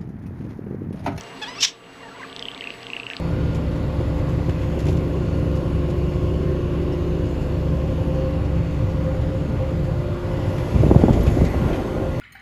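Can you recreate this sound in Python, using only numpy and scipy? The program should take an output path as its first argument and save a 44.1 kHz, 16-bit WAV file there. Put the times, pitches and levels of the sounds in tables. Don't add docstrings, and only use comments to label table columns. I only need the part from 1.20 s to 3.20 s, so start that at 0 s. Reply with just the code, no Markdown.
import sys
import numpy as np
from scipy import signal
from scipy.fft import rfft, irfft, next_fast_len
from scipy.io import wavfile
from scipy.ndimage import uniform_filter1d

SR = 44100
rng = np.random.default_rng(int(sys.argv[2]) if len(sys.argv) > 2 else 0)


def int16_out(signal):
    q = np.round(np.clip(np.atleast_2d(signal).T, -1, 1) * 32767)
    wavfile.write(sys.argv[1], SR, q.astype(np.int16))


def boost(x):
    u = np.asarray(x, float) / 20
    return 10 ** u


N = 88200

# f/Hz, density/dB [per Hz]
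AIR_SPECTRUM = [
    (13, -30),
    (24, -5),
    (70, -8.5),
    (264, -0.5),
    (685, -5),
    (976, -6),
    (3300, -10.5),
    (6800, -29.5),
    (15000, -42),
]
AIR_DB, AIR_FLICKER_DB, AIR_FLICKER_HZ = -41.5, 2, 8.9

# f/Hz, bandwidth/Hz, level/dB
HUM_BANDS = [
    (119.3, 3.8, -55),
    (172.8, 20, -58),
    (267.3, 20, -50.5),
    (394.7, 20, -55),
    (466.2, 61, -55),
    (1166.7, 30, -56.5),
    (2798, 61, -53),
]
# f/Hz, level/dB
MOTOR_ORDERS = [
    (459, -51.5),
    (689, -53),
    (920, -58.5),
    (1148, -58.5),
]
WHINE_HZ, WHINE_DB = 7868, -61
FLIPS_PER_S, FIRST_FLIP_S, FLIP_SHARPNESS = 29.97, .024, 14

# t/s, peak level/dB
TICKS = [
    (0.0097, -22),
    (0.0359, -32),
]
# f/Hz, level/dB, decay time T60/s
TICK_MODES = [
    (3130, -5, 0.0066),
    (5860, 2.5, 0.0034),
    (10300, -17, 0.0029),
    (14500, -30, .002),
]
TICK_RISE_S = .00015

ROOM_T60_S, ROOM_DB, WALL_CUT_HZ = 0.36, -24, 5400

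# t/s, f/Hz
OPENING_PITCH = [
    (.212, 815),
    (.228, 876),
    (.248, 803),
    (.266, 868),
]
# t/s, f/Hz
RISING_PITCH = [
    (.28, 957),
    (.312, 1009),
    (.346, 1007),
    (.362, 1120),
    (.381, 1185),
    (.388, 1345),
    (.398, 1350),
    (.412, 1390),
]
# t/s, level/dB, odd partials/dB, beak resonance f/Hz, its lift/dB
OPENING_EFFORT = [
    (.213, -39, 2, 3300, -3),
    (.226, -28, -4, 3500, 9),
    (.237, -28.5, -11.5, 3400, 8.5),
    (.257, -40, 11, 3300, 18),
    (.267, -36.5, 0, 3560, 15),
]
# t/s, level/dB, odd partials/dB, beak resonance f/Hz, its lift/dB
RISING_EFFORT = [
    (.274, -40, -5, 4300, 5),
    (.284, -32.5, 1, 5030, 11),
    (.297, -37.5, -9, 5000, 10),
    (.304, -41, -2, 4970, 10),
    (.34, -44.5, -4, 5170, 11.5),
    (.382, -37, 5, 4940, 15),
    (.392, -33, -23, 5400, 4),
    (.415, -39, -34, 5400, 0),
]
# f/Hz, level/dB
THROAT = [
    (900, 1),
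    (1900, -3.5),
    (2700, -2.5),
    (4300, -13.5),
    (6000, -14.5),
    (7000, -28.5),
    (9000, -46),
    (12000, -50),
]
CALL_JITTER, CALL_SHIMMER_DB, CALL_BREATH_DB = .006, 1.3, -14
PARTIAL_LAG = .8
BEAK_LIFT_WIDTH_HZ = 750

# t/s, level/dB
SQUAWK_EFFORT = [
    (.39, -60),
    (.408, -25),
    (.421, -25),
    (.431, -6.5),
    (.444, -13.5),
    (.451, -7),
    (.463, -25),
    (.484, -25),
    (.545, -56),
]
# f/Hz, bandwidth/Hz, level/dB
BEAK = [
    (990, 190, -5),
    (1900, 1030, -3),
    (3300, 830, 8),
    (5480, 900, 7.5),
    (7250, 1480, -8.5),
    (12000, 2100, -23.5),
    (1500, 500, -8),
]
LOW_SWELL_DB_PER_S, LOW_FULL_S = 350, .445
SNAPS_PER_S, SNAP_SPREAD_DB, RASP = 2100, 1.5, 0.72
# t/s, peak level/dB
CRACKS = [(.4101, -23), (.4137, -20), (.4162, -20), (.4255, -10), (.4286, -10), (.4303, -8), (.4318, -11),
          (.4351, -7), (.4375, -3), (.4386, -7), (.4399, -3), (.4436, -11), (.4493, -3), (.4516, -7),
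          (.4605, -17), (.4654, -20), (.4737, -23), (.4817, -21), (.4832, -23)]
CRACK_LEAD_S, CRACK_RISE_S = .0003, 0.00016

# t/s, length/s, start f/Hz, end f/Hz, level/dB
MURMUR = [(.803, .02, 1000, 1170, -44), (.822, .02, 1050, 900, -45), (.834, .048, 930, 900, -44),
          (.826, .024, 1400, 1380, -46), (.826, .022, 1900, 1820, -44), (.88, .016, 860, 850, -46),
          (.878, .018, 1650, 1750, -46), (.905, .025, 1400, 1330, -47), (.94, .03, 950, 1050, -46),
          (.96, .026, 1430, 1480, -46), (.988, .034, 1200, 900, -40), (1.014, .012, 1650, 1550, -39),
          (1.025, .019, 2300, 1450, -33), (1.041, .02, 1400, 930, -40), (1.043, .008, 2600, 2300, -45)]
# t/s, length/s, start f/Hz, end f/Hz, level/dB
SLIDING_NOTES = [(1.261, 0.011, 1900, 2240, -44.5), (1.335, 0.0084, 2780, 2800, -43),
                 (1.36, 0.011, 1960, 2700, -42.5), (1.386, 0.015, 1900, 2300, -45),
                 (1.418, 0.015, 1820, 2520, -40), (1.42, 0.0048, 2900, 2580, -45),
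                 (1.45, 0.0078, 1570, 2400, -41), (1.477, 0.0091, 1900, 2300, -47),
                 (1.48, 0.01, 2690, 2800, -45), (1.641, 0.0056, 3280, 3000, -45),
                 (1.744, 0.012, 1900, 2480, -41.5), (1.746, .007, 2700, 3120, -49),
                 (1.769, 0.0087, 1500, 2320, -39), (1.906, 0.013, 1366, 2060, -38.5),
                 (1.908, 0.0071, 2510, 2730, -36), (1.943, .007, 1500, 1900, -45)]
NOTE_OCTAVE_DB, NOTE_EDGE = -5, .3
NOTE_WAVER_DB, NOTE_JITTER = 2.6, .015

# t/s, peak level/dB, f/Hz, swell time/ms, snap level/dB
PIPS = [(1.098, -33, 3080, 0.5, -14), (1.1282, -27, 3170, 0.27, -10), (1.1636, -19.5, 3460, 0.2, -4),
        (1.194, -18.5, 3550, 0.26, -4), (1.2251, -17, 3160, 0.38, -7), (1.254, -18, 3180, 0.36, -15),
        (1.2843, -16, 2910, 0.44, -16), (1.3154, -24.5, 3300, 0.32, -13), (1.3471, -23, 3560, 0.27, -20),
        (1.3776, -23, 3020, 0.14, -13), (1.409, -18, 2940, 0.34, -14), (1.44, -21.5, 2650, 0.5, -6.5),
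        (1.4716, -18, 2560, 0.58, -9), (1.504, -18.5, 2710, 0.36, -8), (1.539, -28, 2700, 0.23, -5),
        (1.6066, -33, 2840, 0.36, -3), (1.6306, -25.5, 3270, 0.23, -2), (1.6679, -19.5, 3030, 0.23, -16),
        (1.701, -22, 2560, 0.49, -6), (1.733, -15, 2700, 0.47, -22), (1.7656, -16.5, 2710, 0.44, -19),
        (1.7985, -19, 2570, 0.51, -8), (1.8322, -22.5, 2710, 0.4, -14), (1.8661, -17.5, 2740, 0.45, -16),
        (1.9009, -17.5, 2610, 0.34, -9), (1.9342, -18.5, 2520, 0.24, -8), (1.9668, -23.5, 2910, 0.32, 8)]
PIP_RISE_HZ_PER_MS = 60
SNAP_MULTIPLE, SNAP_AT_MS, SNAP_WIDTH_MS = 1.36, .5, .2
CLICK_HZ, CLICK_DB, CLICK_WIDTH_MS = 13000, -31, 0.09

GAIN_KNEE_DB, GAIN_SLOPE, GAIN_MOST_DB = -29, 0.88, 6
GAIN_BACK_S, GAIN_LISTEN_S = 0.21, 0.045
CUTOFF_HZ = 15450


def rms_one(x):
    return x / np.sqrt(np.mean(x ** 2) + 1e-20)


def at_hz(points, hz):
    table_hz, table_db = np.array(points)[:, 0], np.array(points)[:, 1]
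    return np.interp(np.log(hz), np.log(table_hz), table_db)


def drift(rate_hz):
    r = np.exp(-2 * np.pi * rate_hz / SR)
    white = rng.standard_normal(N + SR)
    return rms_one(signal.lfilter([1], [1, -2 * r, r * r], white)[SR:])


def resonate(x, hz, width_hz):
    r = np.exp(-np.pi * width_hz / SR)
    zeros = [(1 - r * r) / 2, 0, (r * r - 1) / 2]
    return signal.lfilter(zeros, [1, -2 * r * np.cos(2 * np.pi * hz / SR), r * r], x)


def butter(x, hz, kind):
    return signal.sosfilt(signal.butter(2, hz, kind, fs=SR, output="sos"), x)


def curve(rows):
    s, *columns = np.transpose(rows)
    t = np.arange(N) / SR
    gate = np.clip(np.minimum(t - s[0], s[-1] - t) / 0.005, 0, 1)
    return [gate] + [np.interp(t, s, c) for c in columns]


def add(out, s, x):
    i = int(s * SR)
    out[i:i + len(x)] += x[:N - i]


def air():
    out = 0
    edges = 18 * 2 ** np.arange(0, 10.1, .5)
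    white = rng.standard_normal((2, N + SR))
    for k, (low, high) in enumerate(zip(edges, edges[1:])):
        band = butter(white[k % 2], [low, high], "band")[SR:]
        level_db = at_hz(AIR_SPECTRUM, np.sqrt(low * high))
        out = out + boost(level_db + AIR_FLICKER_DB * drift(AIR_FLICKER_HZ)) * band
    return boost(AIR_DB) * rms_one(out)


def hum():
    t = np.arange(N) / SR
    out = np.zeros(N)
    for hz, db in MOTOR_ORDERS:
        out += np.sqrt(2) * boost(db) * np.sin(2 * np.pi * (hz * t + rng.random()))
    flips = np.tanh(FLIP_SHARPNESS * np.sin(np.pi * FLIPS_PER_S * (t - FIRST_FLIP_S)))
    out += np.sqrt(2) * boost(WHINE_DB) * flips * np.sin(2 * np.pi * WHINE_HZ * t)
    for hz, width_hz, db in HUM_BANDS:
        white = rng.standard_normal(N + SR)
        wavering = resonate(resonate(white, hz, width_hz), hz, width_hz)[SR:]
        out += boost(db) * rms_one(wavering)
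    return out


def ticks():
    out, t = np.zeros(N), np.arange(800) / SR
    rise = np.minimum(t / TICK_RISE_S, 1)
    for s, db in TICKS:
        ring = sum(boost(db + d - 60 * t / t60) * np.sin(2 * np.pi * hz * t) for hz, d, t60 in TICK_MODES)
        add(out, s, -rise * ring)
    return out


def room(x):
    size = next_fast_len(N + SR)
    w = 2 * np.pi * np.arange(size // 2 + 1) / size
    wall = 1 / (1 + 1j * w * SR / (2 * np.pi * WALL_CUT_HZ))
    tail = 0
    for k, lag in enumerate(rng.uniform(0.0021, .022, 10)):
        loop = boost(-60 * lag / ROOM_T60_S) * wall * np.exp(-1j * w * lag * SR)
        tail = tail + (-1) ** k * loop / (1 - loop)
    return irfft(rfft(x, size) * tail, size)[:N]


def call():
    _, hz = curve(OPENING_PITCH + RISING_PITCH)
    gate, db, odd_db, beak_hz, lift_db = curve(OPENING_EFFORT + RISING_EFFORT)
    phase = 2 * np.pi * np.cumsum(hz * (1 + CALL_JITTER * drift(120))) / SR
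    tone, power = 0, 0
    for k in range(1, 11):
        beak_db = lift_db * np.exp(-((k * hz - beak_hz) / BEAK_LIFT_WIDTH_HZ) ** 2)
        gain = boost(at_hz(THROAT, k * hz) + odd_db * (k % 2) + beak_db)
        shimmer = boost(CALL_SHIMMER_DB * np.sqrt(k / 2) * drift(130))
        tone = tone - gain * shimmer * np.cos(k * phase - PARTIAL_LAG * k * k / 10)
        power = power + gain ** 2 / 2
    puffs = rng.standard_normal(N) * (1 - np.cos(phase))
    breath = rms_one(resonate(resonate(puffs, 3300, 3000), 3300, 3000))
    return gate * boost(db) * (tone / np.sqrt(power) + boost(CALL_BREATH_DB) * breath)


def squawk():
    gate, db = curve(SQUAWK_EFFORT)
    extra = np.minimum(rng.exponential(1, N), 2.2)
    snaps = (rng.random(N) < SNAPS_PER_S / SR) * -boost(SNAP_SPREAD_DB * extra)
    source = rms_one(snaps) + RASP * rng.standard_normal(N) * boost(3.7 * drift(420))
    opening_db = LOW_SWELL_DB_PER_S * np.clip(np.arange(N) / SR - LOW_FULL_S, -.05, 0)
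    voiced = 0
    for k, (hz, width_hz, d) in enumerate(BEAK):
        wide = 1.55 * width_hz
        gain = boost(d + opening_db * (hz < 2600))
        voiced = voiced + gain * (-1) ** k * resonate(resonate(source, hz, wide), hz, wide)
    running_rms = np.sqrt(uniform_filter1d(voiced ** 2, size=130) + 1e-12)
    return gate * boost(db) * voiced / running_rms


def cracks():
    out, t = np.zeros(N), np.arange(90) / SR
    colours_db = 4.0 * rng.standard_normal((len(CRACKS), 3))
    for (s, db), colour_db in zip(CRACKS, colours_db):
        ring = 0
        for (hz, width_hz, d), c in zip(BEAK[1:4], colour_db):
            ring = ring + boost(d + c) * np.exp(-np.pi * width_hz * 1.3 * t) * np.sin(2 * np.pi * hz * t)
        ring = ring * np.minimum(t / CRACK_RISE_S, 1)
        add(out, s - CRACK_LEAD_S, -boost(db) * ring / np.abs(ring).max())
    return butter(out, [1400, 9000], "band")


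def notes():
    out, jitter = np.zeros(N), 1 + NOTE_JITTER * drift(200)
    for s, length, from_hz, to_hz, db in MURMUR + SLIDING_NOTES:
        u = np.linspace(0, 1, int(length * SR))
        glide_hz = from_hz + (to_hz - from_hz) * u
        phase = 2 * np.pi * np.cumsum(glide_hz * jitter[int(s * SR):][:len(u)]) / SR
        shape = np.clip(np.minimum(u, 1 - u) / NOTE_EDGE, 0, 1)
        octave = boost(NOTE_OCTAVE_DB - 18 * (from_hz > 1300))
        add(out, s, np.sqrt(2) * boost(db) * shape * (np.sin(phase) + octave * np.sin(2 * phase)))
    return out * boost(NOTE_WAVER_DB * drift(160))


def pips():
    out, ms = np.zeros(N), np.arange(600) * 1000 / SR
    late = ms - SNAP_AT_MS
    click = np.exp(-(late / CLICK_WIDTH_MS) ** 2 / 2) * np.cos(2 * np.pi * CLICK_HZ * late / 1000)
    turns = rng.uniform(0, 2 * np.pi, (len(PIPS), 2))
    for (s, db, hz, swell_ms, snap_db), turn in zip(PIPS, turns):
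        snap_phase = 2 * np.pi * SNAP_MULTIPLE * hz * late / 1000 + turn[1]
        snap = np.exp(-(late / SNAP_WIDTH_MS) ** 2 / 2) * np.cos(snap_phase) + boost(CLICK_DB) * click
        roundness = np.clip(5.0 * swell_ms + .5, 1.2, 3)
        u = ms / max(swell_ms, .1) / roundness
        swell = (u * np.exp(1 - u)) ** roundness
        pitch = hz + PIP_RISE_HZ_PER_MS * (ms - 2 * swell_ms)
        tone = swell * np.sin(2 * np.pi * np.cumsum(pitch) / SR + turn[0])
        add(out, s, boost(db) * (tone + boost(snap_db) * snap))
    return butter(out, 1400, "high")


def scene():
    bird = ticks() + call() + squawk() + cracks() + notes() + pips()
    return (bird + boost(ROOM_DB) * room(bird) + air() + hum())[None]


def band_limit(x):
    return signal.sosfilt(signal.butter(12, 15100, fs=SR, output="sos"), x)


def record(dry):
    t = np.arange(N) / SR
    r = np.exp(-1 / (GAIN_LISTEN_S * SR))
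    level_db = 10 * np.log10(signal.lfilter([1 - r], [1, -r], dry[0] ** 2) + 1e-12)
    want_db = GAIN_SLOPE * np.maximum(level_db - GAIN_KNEE_DB, 1e-6)
    held_db = np.exp(np.maximum.accumulate(np.log(want_db) + t / GAIN_BACK_S) - t / GAIN_BACK_S)
    duck_db = uniform_filter1d(np.minimum(held_db, GAIN_MOST_DB), size=400)
    top_cut = signal.cheby2(12, 60, CUTOFF_HZ, fs=SR, output="sos")
    mix = signal.sosfilt(top_cut, dry * boost(-duck_db))
    return band_limit(mix)


dry = scene()
out = record(dry)
int16_out(out)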